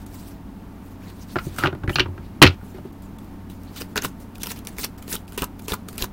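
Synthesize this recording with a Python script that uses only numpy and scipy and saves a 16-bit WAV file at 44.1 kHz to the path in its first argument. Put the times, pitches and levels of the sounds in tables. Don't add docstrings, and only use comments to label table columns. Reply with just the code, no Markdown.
import sys
import numpy as np
from scipy import signal
from scipy.fft import rfft, irfft, next_fast_len
from scipy.io import wavfile
from scipy.ndimage import uniform_filter1d, map_coordinates

SR = 44100
rng = np.random.default_rng(int(sys.argv[2]) if len(sys.argv) > 2 else 0)


def nominal_scale(level):
    x = np.asarray(level, float) / 20
    return 10 ** x


def pcm_store(signal):
    levels = np.round(np.clip(np.atleast_2d(signal), -1, 1) * 32767)
    wavfile.write(sys.argv[1], SR, levels.astype(np.int16).T)


N = 269892

# centre_hz, width_hz, level_db
TABLE_MODES = [(56.9, 14, -12), (88, 9.2, -3), (139.2, 30, -4), (293, 37, 0), (362, 43, 2), (577, 33, -2.5)]
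# centre_hz, width_hz, level_db
DECK_MODES = [(792, 450, -8), (940, 500, -0.5), (1400, 190, 3.5), (1950, 750, -14.5)]
# centre_hz, width_hz, level_db
EDGE_MODES = [(2390, 220, -2.5), (2900, 530, -1), (3750, 490, -2), (4150, 790, -4), (5840, 1800, -16)]
# centre_hz, width_hz, level_db
HAND_MODES = [(45, 27, -7), (201, 26, 2.5), (403, 48, 11.5), (930, 850, -1)]

# start_s, peak_db, ring_hz, edge_db, thump_db
RAPS = [(1.357, -13, 1280, -27, -5), (1.365, -12.5, 600, -25.5, -23), (1.386, -17.5, 1460, -6.5, -27),
        (1.585, -21.5, 1350, -14, -8), (1.626, -20.5, 1400, -21, -8), (1.636, -7, 1450, -16, -7.5),
        (1.645, -17.5, 1490, -20, -1), (1.65, -11, 710, -33, -10), (1.657, -11.5, 1330, -22, -8),
        (1.663, -20.5, 2130, -21, -6), (1.6706, -15, 2740, -13, -5.5), (1.727, -24.5, 735, -32, 3),
        (1.835, -23, 940, -44, -7), (1.877, -22.5, 1700, -15, 1), (1.894, -15.5, 1690, -13, -7),
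        (1.957, -13, 1400, 4.5, -13.5), (1.985, -11.5, 1480, -21, -15), (1.9953, -11.5, 1950, 6.5, -11),
        (1.998, -14, 1550, -3.5, -16), (2.003, -15, 2600, 2, -3.5), (2.058, -25.5, 1080, -35, 0),
        (2.178, -33, 1400, -18, -6)]
# start_s, peak_db, ring_hz, thump_db, snap_db
SLAP = [
    (2.417, 2.5, 960, -1.5, -30.5),
    (2.424, 8.5, 1960, -11, -15.5),
    (2.432, 0, 1160, -4.5, -24),
    (2.44, -8, 1940, 2.5, -35.5),
    (2.453, -14, 900, 4, -33.5),
    (2.464, -10.5, 1620, -7.5, -25),
    (2.474, -15, 1370, -7.5, -23),
]
# start_s, peak_db, thump_db
THUDS = [
    (1.467, -42, 19),
    (1.749, -32, 5),
    (1.842, -37, 13),
    (1.888, -30, 3),
    (1.899, -24, -2),
    (2.083, -41.5, 9),
    (2.629, -43, 10),
    (2.768, -41.5, 6),
    (2.783, -35.5, 3),
    (2.854, -40, 9),
]
# start_s, peak_db, edge_db, thump_db, snap_db
LANDINGS = [(3.9673, -24.5, -1, -7, -5), (4.4332, -27, -3, -8, 0), (4.4699, -27, -1, -8, -2),
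            (4.846, -28.5, -1, -8, 4), (5.138, -30.5, -12, 5, -8), (5.377, -20, -18, -1.5, -3.5),
            (5.4206, -18.5, 0, -6.5, -6.5), (5.432, -17.5, -23, -15.5, -17), (5.4422, -24, -3, -23, 0),
            (5.682, -24, -7, -1.5, -3), (5.72, -23, 3, 2.5, -7), (5.734, -13.5, -22, -15, -23.5),
            (5.74, -15, -25, -21.5, -12), (6.0227, -26, 9, -1, 3), (6.036, -19.5, -21, -5.5, -14),
            (6.042, -24, -6, -6, -1.5)]
# start_s, peak_db, ring_hz, edge_db, snap_db
EDGEWISE = [(3.818, -28, 1610, 1.5, -14), (3.958, -11, 1230, -11.5, -19.5), (3.977, -14.5, 1780, -1.5, -12),
            (4.022, -28, 1380, 0.5, -5), (4.047, -8.5, 1040, -18, -17.5), (4.506, -30, 2020, -1, -9),
            (4.517, -30, 1280, -9, 2.5), (4.671, -30.5, 2110, 3.5, 4.5), (4.784, -27.5, 2230, -5, -2),
            (5.127, -31.5, 2810, 6, 9.5), (5.154, -24, 1313, -5, -1), (5.98, -25, 2700, -7, -0.5)]
# start_s, peak_db, ring_hz, thump_db
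CATCHES = [(1.1, -43, 1520, -24), (1.563, -36, 1370, -27), (3.761, -37, 1430, -18.5),
           (3.812, -36, 886, 7.5), (4.459, -30, 920, -10), (4.56, -44, 1330, -12), (4.833, -28, 2160, -16),
           (5.025, -34.5, 1310, -14), (3.987, -36, 1890, -22), (5.079, -32, 960, -2),
           (5.322, -37.5, 1460, -4), (5.886, -27, 1240, -8), (5.929, -39, 1290, -2)]
# start_s, peak_db, edge_db
TICKS = [(0.064, -43, -21), (2.928, -53.5, -15), (3.022, -48.5, -15.5), (3.186, -44.5, 1.5),
         (3.245, -51, -9.5), (3.499, -47, 8), (3.634, -46.5, -9), (4.202, -47, -14.5), (4.355, -43.5, 7.5),
         (4.382, -40.5, -4), (4.59, -37.5, -11), (4.65, -42, -1), (4.981, -49, -8), (5.279, -46, 4),
         (5.331, -42, -7.5), (5.593, -43, -2.5), (5.621, -43.5, -7.5)]
# start_s, pitch_hz, peak_db, t60_s
PINGS = [(1.5852, 1360, -18, 0.013), (1.645, 1400, -16, .015), (1.6588, 2900, -17.5, 0.016),
         (1.985, 2780, -16, .012), (1.998, 2820, -12, 0.012), (2.004, 2750, -11, 0.016),
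         (2.428, 286, -4.5, .08), (2.436, 508, -9, 0.048), (2.452, 88, -12.5, .2),
         (5.381, 2750, -30, 0.022), (2.436, 1810, -8, .012), (2.442, 1930, -7, .012),
         (2.454, 1930, -8, 0.013), (2.4744, 1380, -18, .02), (2.4745, 4160, -13.5, 0.015),
         (2.613, 1440, -45, 0.044), (2.63, 192.6, -29.5, 0.066), (2.745, 375, -36, 0.16),
         (2.785, 600, -39.5, 0.07), (2.851, 383, -31.5, 0.08), (3.186, 3420, -50.5, .02),
         (3.819, 4860, -22.5, 0.0065), (3.9592, 1380, -17.5, 0.011), (3.9663, 6340, -21, .006),
         (3.9761, 6700, -19, 0.0053), (3.98, 1530, -18, .012), (3.986, 4270, -25, .01),
         (4.0217, 6340, -22, 0.0073), (4.4325, 5650, -18.5, .006), (4.4325, 8600, -20, .004),
         (4.459, 3500, -31, .008), (4.4695, 5070, -28, .008), (4.4712, 12950, -30, .005),
         (4.6711, 5900, -28, 0.0031), (4.671, 13500, -25, .004), (4.681, 4500, -41, 0.0055),
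         (4.7842, 2210, -30, .014), (4.792, 13500, -26, .005), (4.8445, 12100, -23, .008),
         (4.865, 5500, -38, .008), (5.397, 965, -36, 0.012), (5.434, 1210, -26, 0.017),
         (5.441, 1240, -25, 0.0094), (5.6824, 2730, -29, .01), (5.7205, 3600, -18, 0.0075),
         (5.7348, 1230, -19, 0.019), (5.9824, 2800, -27, .01), (6.0244, 3950, -17.5, 0.0065),
         (6.036, 1300, -32, 0.0091), (6.0431, 1200, -24, 0.0091)]
# start_s, pitch_hz, peak_db, t60_s
MORE_PINGS = [
    (1.358, 370, -20, 0.051),
    (1.681, 370, -23, .05),
    (1.9571, 4600, -15, .006),
    (2.003, 370, -22, .07),
    (2.4183, 137, -5.5, .13),
    (2.465, 4800, -20, .012),
    (5.3772, 12500, -24.5, 0.0046),
    (1.7035, 1800, -38, .008),
]

# start_s, length_s, first_hiss_db, last_hiss_db, body_over_hiss_db
STROKES = [(1.561, 0.02, -45, -45, -2), (1.586, 0.04, -33.5, -46.5, 1.5), (3.763, 0.031, -41.5, -45, 2),
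           (3.8, 0.014, -42.5, -32, -2), (3.964, 0.015, -42, -35.5, 11.5), (4.02, .002, -37, -43, -4),
           (4.034, .019, -37.5, -28, 2), (4.399, 0.022, -56, -40.5, 2.5), (4.433, 0.0022, -38, -33.5, 5),
           (4.44, 0.079, -47, -31.5, -0.5), (4.651, 0.038, -52, -43, -0.5), (4.784, 0.01, -41, -32.5, 1),
           (4.799, .028, -34, -35, -11), (4.831, 0.015, -35.5, -28, -1.5), (5.077, 0.02, -45, -37, -1),
           (5.096, 0.053, -35.5, -27.5, -3.5), (5.38, .014, -36, -35, 4), (5.396, 0.046, -36, -39, 2),
           (5.683, 0.039, -37, -34, 3), (5.723, 0.013, -42, -32, 0.5), (5.98, 0.009, -53, -38, 7.5),
           (5.993, 0.051, -36.5, -35.5, 1.5)]
# start_s, hiss_db, fade_s (for 15 dB), body_over_hiss_db
JERKS = [(0.0, -56.5, .12, 0.5), (0.064, -54, .06, -15), (2.926, -61, .04, -8), (3.024, -56.5, .08, -10),
         (3.184, -62, .3, -5), (3.266, -68, .9, -1), (3.5, -49, .075, 0.5), (4.354, -52, .04, -2),
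         (4.52, -45, .1, -3), (4.562, -43, .04, 2.5), (4.69, -53, .3, -3), (4.982, -46.5, .028, 0.5),
         (5.022, -51, .4, -1), (5.286, -47, .035, -6), (5.596, -45, .012, 1.5), (5.887, -43.5, .035, -4),
         (5.929, -44, .022, -12)]
# peak_s, hiss_db, swell_s, fade_s (for 15 dB), body_over_hiss_db
RUSTLES = [(0.142, -50, 0.12, .9, -7.5), (0.27, -52, 1, 0.17, -1), (0.856, -60, .056, .4, 0),
           (1.102, -54.5, 0.24, 0.044, 6.5), (1.22, -54.5, 0.17, 0.069, 4),
           (1.336, -47, 0.073, 0.049, -2.5), (1.45, -50, 0.28, .11, -1), (1.55, -52, .6, .03, 5.5),
           (1.644, -43, 0.059, 0.03, 14.5), (1.912, -43.5, 0.035, .2, -9), (2.008, -59, 0.045, 0.033, 11),
           (2.26, -61, 0.038, 0.028, 13), (2.65, -59, 0.078, 0.34, -1), (2.73, -58, 0.34, 0.23, -4),
           (2.776, -57.5, 0.044, 0.029, 11.5), (2.864, -63, 0.063, .05, 5), (3.644, -60.5, 0.1, .4, 0.5),
           (3.75, -51.5, 0.088, 0.033, 2.5), (4.226, -52, .06, 0.03, -6), (4.768, -39, 0.004, 0.035, -1.5),
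           (5.364, -52, 0.14, 0.038, 0), (5.672, -47.5, 0.085, .012, -7), (5.972, -46, 0.061, 0.016, 0),
           (3.685, -62, 0.035, 0.17, 6), (3.91, -56, .05, 0.044, -7)]
# frequency_hz, density_db
HISS_SPECTRUM = [(2300, -8), (4000, -2.5), (8000, 0), (9500, -2.5), (13000, 0.5), (15800, 0)]
# frequency_hz, density_db
BODY_SPECTRUM = [(300, 5.5), (700, -2), (1300, -1.5), (2500, -1), (4500, -6), (8000, -25)]
# middle_s, length_s, centre_hz, width_hz, level_db
SCRAPES = [(1.092, 0.036, 3970, 1800, -53), (1.225, .03, 5470, 3000, -52), (1.305, 0.036, 4200, 2500, -52),
           (1.443, 0.055, 9300, 900, -53.5), (1.449, 0.079, 6300, 1210, -58),
           (1.445, .05, 14000, 1500, -54), (1.511, 0.059, 3670, 1200, -62),
           (1.599, 0.024, 2900, 1800, -35.5), (1.66, 0.017, 2500, 1160, -31),
           (1.692, 0.019, 2200, 1200, -53), (2.468, 0.014, 2460, 703, -17.5),
           (2.491, 0.0094, 3010, 2500, -37), (2.506, 0.0069, 3160, 2980, -45),
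           (2.528, 0.043, 2440, 2440, -48), (3.688, 0.043, 4020, 1500, -57.5),
           (3.778, 0.039, 3600, 2500, -41.5), (4.085, 0.02, 8000, 7970, -49),
           (4.419, 0.011, 3600, 700, -43), (4.842, 0.012, 4500, 1000, -32),
           (4.845, 0.0037, 6700, 1490, -28), (5.132, 0.0092, 6230, 2970, -30),
           (5.166, 0.0048, 3300, 1490, -31), (6.019, 0.0056, 5950, 2500, -35),
           (6.055, 0.0055, 4500, 3000, -41), (4.434, 0.0014, 6950, 7000, -18.5),
           (5.155, 0.0018, 5030, 5000, -28), (3.966, 0.01, 1400, 500, -31), (3.989, 0.0061, 1870, 600, -32),
           (3.978, 0.0043, 3500, 1500, -17.5), (4.03, 0.016, 1400, 500, -38),
           (5.429, 0.0058, 1100, 900, -28.5), (2.445, 0.016, 239.2, 59.9, -13)]
# start_s, length_s, from_hz, to_hz, level_db
SQUEAKS = [
    (1.92, .036, 2700, 3200, -38),
    (1.19, .055, 5900, 6000, -57),
    (1.587, .045, 1450, 1250, -31),
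]
# peak_s, level_db, width_s, swing_delay_s
PUFFS = [(1.841, -20, 0.0034, 0.0037), (1.883, -13.5, 0.0031, 0.0045), (1.9057, -14, 0.0016, 0.0042),
         (1.65, -28, 0.006, 0.0033), (2.093, -27, 0.0032, 0.0032), (1.469, -19.5, 0.0032, 0.0035),
         (1.682, -17.5, 0.0008, 0.0044), (2.458, -9, 0.0014, 0.0036), (3.96, -24, 0.00057, 0.0046),
         (4.048, -23, 0.0025, 0.006), (4.848, -36, 0.0024, 0.0053), (5.13, -28, 0.0028, 0.012),
         (5.421, -16, 0.0016, 0.0092), (5.721, -20.5, 0.0023, 0.0094), (6.023, -25, 0.005, 0.012)]

# time_s, rumble_db
LEANS = [
    (1.3, -58),
    (1.428, -51),
    (1.542, -37),
    (1.864, -33.5),
    (1.974, -26),
    (2.144, -34.5),
    (2.35, -43),
]
# frequency_hz, t60_s
ROOM_DECAY = [(100, 0.15), (1000, 0.14), (4000, 0.1), (12000, 0.069)]
# pitch_hz, rms_db
FAN_LINES = [(92.5, -45.5), (185, -58), (279, -51), (668, -66), (770, -67.5), (900, -62)]
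# frequency_hz, density_db
AIR_SPECTRUM = [(20, -9), (57, 1), (75, -14), (110, -8), (150, -10), (190, -0.5), (300, -9.5), (390, -15),
                (500, -21.5), (950, -22), (1690, -30.5), (3420, -39.5), (8000, -47), (15800, -43)]
TREBLE_DIPS = [.055, 1.87, 2.408, 2.918, 3.178, 3.946, 4.429, 4.666, 4.774, 4.972, 5.265, 5.371, 5.668,
               5.968]


def unit(x):
    return x / np.sqrt(np.mean(x ** 2) + 1e-20)


def along(points, hz):
    f, v = np.transpose(points)
    return np.interp(np.log(hz + 1), np.log(f + 1), v)


def wobble(rate):
    at = np.arange(0, N + 16, 16)
    knots = rng.standard_normal(int(N * rate / SR) + 4)
    return np.interp(np.arange(N), at, map_coordinates(knots, [at * rate / SR]))


def filtered(x, response):
    m = next_fast_len(x.shape[-1] + 8192)
    spectrum = rfft(x, m) * response(np.fft.rfftfreq(m, 1 / SR))
    return irfft(spectrum, m)[..., :x.shape[-1]]


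def resonant(modes):
    def response(f):
        return sum((-1) ** k * nominal_scale(db) * 1j * f * w / (c * c - f * f + 1j * f * w)
                   for k, (c, w, db) in enumerate(modes))
    return response


def above(corner_hz):
    return lambda hz: (1j * hz / corner_hz / (1 + 1j * hz / corner_hz)) ** 3


def below(corner_hz):
    return lambda hz: (1 + 1j * hz / corner_hz) ** -4


def coloured(spectrum):
    return unit(filtered(rng.standard_normal(N), lambda hz: nominal_scale(along(spectrum, hz))))


def random_patches(shape, bins, frames):
    field = uniform_filter1d(rng.standard_normal(shape), size=bins, axis=0)
    return uniform_filter1d(field, size=frames, axis=1)


def patchy(spectrum, depth_db):
    z = signal.stft(coloured(spectrum), nperseg=256)[2]
    field = random_patches(z.shape, 9, 7)
    return unit(signal.istft(z * nominal_scale(depth_db * unit(field)), nperseg=256)[1][:N])


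def knocks():
    events = [(s, db, hz, edge, low, -29 + 0.41 * edge) for s, db, hz, edge, low in RAPS]
    events += [(s, db, hz, -1 + k, low, high) for k, (s, db, hz, low, high) in enumerate(SLAP)]
    events += [(s, db, 813, -17, low, -23) for s, db, low in THUDS]
    return contacts(events, TABLE_MODES, t60=0.028, ring_db=13.5, deck_db=6.5, edge_db=14.0,
                    thump_db=24.5, snap_db=6.5, width=0.3, soft_hz=4870)


def flicks():
    events = [(s, db, 1000, edge, low, high) for s, db, edge, low, high in LANDINGS]
    events += [(s, db, hz, edge, -18 - 0.38 * db, high) for s, db, hz, edge, high in EDGEWISE]
    events += [(s, db, hz, -3, low, -5) for s, db, hz, low in CATCHES]
    events += [(s, db, 850, edge, -10, -1) for s, db, edge in TICKS]
    return contacts(events, HAND_MODES, t60=0.012, ring_db=15.5, deck_db=10.0, edge_db=16.5,
                    thump_db=17.5, snap_db=8.5, width=0.12, soft_hz=4700)


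def contacts(events, support, t60, ring_db, deck_db, edge_db, thump_db, snap_db, width, soft_hz):
    rattle, clack, ring, push, snap = np.zeros((5, N + 4096))
    t = np.arange(3072) / SR
    noise = rng.standard_normal((len(events), 4, len(t)))
    for (s, db, hz, edge, low, high), (a, b, c, d) in zip(events, noise):
        at = slice(round(s * SR), round(s * SR) + len(t))
        decay = nominal_scale(db - 60 * t / t60) + nominal_scale(db - 20.0 - 60 * t / 0.044)
        burst = decay * (1 - np.exp(-t / 0.00025))
        rattle[at] += burst * np.tanh(a) * 1.52
        sung = filtered(burst * b, resonant([(hz, width * hz, 0)]))
        ring_rms = np.sqrt(np.pi * width * hz / SR * np.mean(burst ** 2))
        ring[at] += nominal_scale(ring_db) * ring_rms * unit(sung)
        clack[at] += nominal_scale(edge) * burst * (1 + 1.3 * nominal_scale(-60 * t / 0.0023)) * d
        push[at] += nominal_scale(db + low) * t / 0.00085 * np.exp(-t / 0.0006)
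        snap[at] += nominal_scale(high) * burst * (nominal_scale(-60 * t / 0.096) + 2.7 * nominal_scale(-60 * t / 0.0015)) * c
    block = filtered(ring + nominal_scale(deck_db) * filtered(rattle, resonant(DECK_MODES)), below(soft_hz))
    edges = filtered(clack, lambda hz: resonant(EDGE_MODES)(hz) * below(9000)(hz) * above(1500)(hz))
    thump = filtered(push, resonant(support))
    bright = filtered(snap, lambda hz: above(4000)(hz) * below(40000)(hz))
    return (block + nominal_scale(edge_db) * edges + nominal_scale(thump_db) * thump + nominal_scale(snap_db) * bright)[:N]


def pings():
    out, t = np.zeros(N + 4096), np.arange(4096) / SR
    for s, hz, db, t60 in PINGS + MORE_PINGS:
        envelope = nominal_scale(db + 4.5 - 60 * t / t60) * (1 - np.exp(-t * hz / 0.4))
        out[round(s * SR):][:len(t)] += envelope * np.sin(2 * np.pi * hz * t)
    return out[:N]


def slides():
    grip_s, let_go_s, settle_s, jerk_s = 0.0063, 0.016, 0.054, 0.0066
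    settle_db = -16
    reach_s, stop_s = 0.12, 0.05
    moves = []
    for s, length, a, b, body in STROKES:
        moves.append((s, length, a, b, grip_s, let_go_s, body))
        moves.append((s + length, 0, b + settle_db, b + settle_db, grip_s, settle_s, body))
    moves += [(s, 0, db, db, jerk_s, fade, body) for s, db, fade, body in JERKS]
    moves += [(s, 0, db, db, swell, fade, body) for s, db, swell, fade, body in RUSTLES]
    level, t = np.zeros((2, N)), np.arange(N) / SR
    for s, length, from_db, to_db, rise, fall, body_db in moves:
        on = slice(max(round((s - reach_s) * SR), 0), round((s + length + reach_s) * SR))
        u = t[on] - s
        db = np.interp(u, [0, length + 1e-6], [from_db, to_db])
        db = db - 15 * (np.maximum(-u, 0) / rise + np.maximum(u - length, 0) / fall)
        gain = nominal_scale(db) * np.clip((reach_s - np.maximum(-u, u - length)) / stop_s, 0, 1)
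        level[:, on] = np.maximum(level[:, on], gain * nominal_scale([[0], [body_db]]))
    grain = unit(nominal_scale(1.7 * wobble(60) + 1.0 * wobble(500)))
    hiss, body = uniform_filter1d(grain * level, size=20)
    rubbing = nominal_scale(1.2) * hiss * patchy(HISS_SPECTRUM, depth_db=3.0)
    return rubbing + nominal_scale(-1.5) * body * patchy(BODY_SPECTRUM, depth_db=3.5)


def scrapes():
    out, t = np.zeros(N), np.arange(8192) / SR
    middle = t.mean()
    noises = rng.standard_normal((len(SCRAPES), len(t)))
    for (s, length, hz, width, db), noise in zip(SCRAPES, noises):
        mode = resonant([(hz, width, 0)])
        strip = unit(filtered(noise, lambda f: mode(f) ** 2))
        swell = nominal_scale(db) * np.exp(-(2 * (t - middle) / length) ** 2)
        start = round((s - middle) * SR)
        out[start:][:len(t)] += (swell * strip)[:N - start]
    return out


def squeaks():
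    hz, gain = np.zeros((2, N))
    for s, length, from_hz, to_hz, db in SQUEAKS:
        u = np.clip((np.arange(N) / SR - s) / length, 0, 1)
        hz += (u > 0) * (u < 1) * (from_hz + (to_hz - from_hz) * u)
        gain += nominal_scale(db) * np.sin(np.pi * u)
    phase = 2 * np.pi * np.cumsum(hz * (1 + 0.04 * wobble(300))) / SR
    return gain * nominal_scale(4 * wobble(200)) * np.sin(phase)


def puffs():
    t, out = np.arange(N) / SR, np.zeros(N)
    for s, db, width, back in PUFFS:
        on = slice(round((s - 0.03) * SR), round((s + 0.05) * SR))
        rise = np.exp(-(2 * (t[on] - s) / width) ** 2)
        swing = np.exp(-(2 * (t[on] - (s + back)) / (1.1 * width)) ** 2)
        out[on] += nominal_scale(db) * (rise - swing)
    return out


def stray(x):
    hz, _, z = signal.stft(x, SR, nperseg=1024)
    field = random_patches(z.shape, 30, 4)
    loud = np.mean(np.abs(z[hz > 8000]) ** 2, axis=0) > nominal_scale(-128)
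    kept = np.sign(field) * (np.abs(unit(field)) > 1.4) * loud * (hz > 7500)[:, None]
    return nominal_scale(4) * signal.istft(z * kept, SR, nperseg=1024)[1][:N]


def room(x):
    step, wet = SR // 8, np.zeros(N + SR)
    starts = range(0, N, step)
    hz, t, z = signal.stft(rng.standard_normal((len(starts), SR // 4)), SR, nperseg=256)
    decay = nominal_scale(-60 * t / along(ROOM_DECAY, hz)[:, None])
    tails = signal.istft(z * decay, SR, nperseg=256)[1]
    for at, tail in zip(starts, tails):
        answer = signal.fftconvolve(x[at:at + step], tail / np.linalg.norm(tail))
        wet[at + 150:][:len(answer)] += answer
    return wet[:N]


def leaning():
    s, db = np.transpose(LEANS)
    pressure = coloured([(20, 4.5), (60, 4.0), (100, 2), (300, -24.0)])
    shake = unit(filtered(pressure, resonant(TABLE_MODES)))
    return nominal_scale(np.interp(np.arange(N) / SR, s, db - 3.5, -120, -120)) * shake


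def fan():
    t, out = np.arange(N) / SR, np.zeros(N)
    for hz, db in FAN_LINES:
        gain = nominal_scale(db + 3 + 1.2 * wobble(4))
        out += gain * np.sin(2 * np.pi * hz * t + hz / 200 * wobble(5))
    return out


def air():
    return nominal_scale(-38 - 1.5 + 0.36 * wobble(3.1)) * coloured(AIR_SPECTRUM)


def scene():
    table = knocks()
    hand = flicks() + pings()
    rub = slides() + scrapes()
    apart = stray(rub)
    direct = table + hand + rub + squeaks() + puffs()
    reflected = nominal_scale(-11.5) * room(table) + nominal_scale(-14.0) * room(hand + rub)
    mid = direct + reflected + leaning() + fan() + air()
    return np.array([mid + apart, mid - apart])


def top_cut(x):
    return signal.sosfilt(signal.butter(12, 17060, fs=SR, output="sos"), x)


def record(dry):
    dip_width_s, dip_share, dip_hz, top_hz = 0.008, 0.7, 2500, 15950
    t = np.arange(N) / SR
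    dip = sum(np.exp(-(2 * (t - s) / dip_width_s) ** 4) for s in TREBLE_DIPS)
    treble = filtered(dry, lambda hz: hz ** 4 / (hz ** 4 + dip_hz ** 4))
    dulled = dry - dip_share * dip * treble
    clipped = dulled / (1 + np.abs(dulled / 0.99) ** 12) ** (1 / 12)
    mix = filtered(clipped, lambda hz: nominal_scale(-48 / (1 + np.exp(np.clip((top_hz - hz) / 40, -50, 50)))))
    return top_cut(mix)


dry = scene()
out = record(dry)
pcm_store(out)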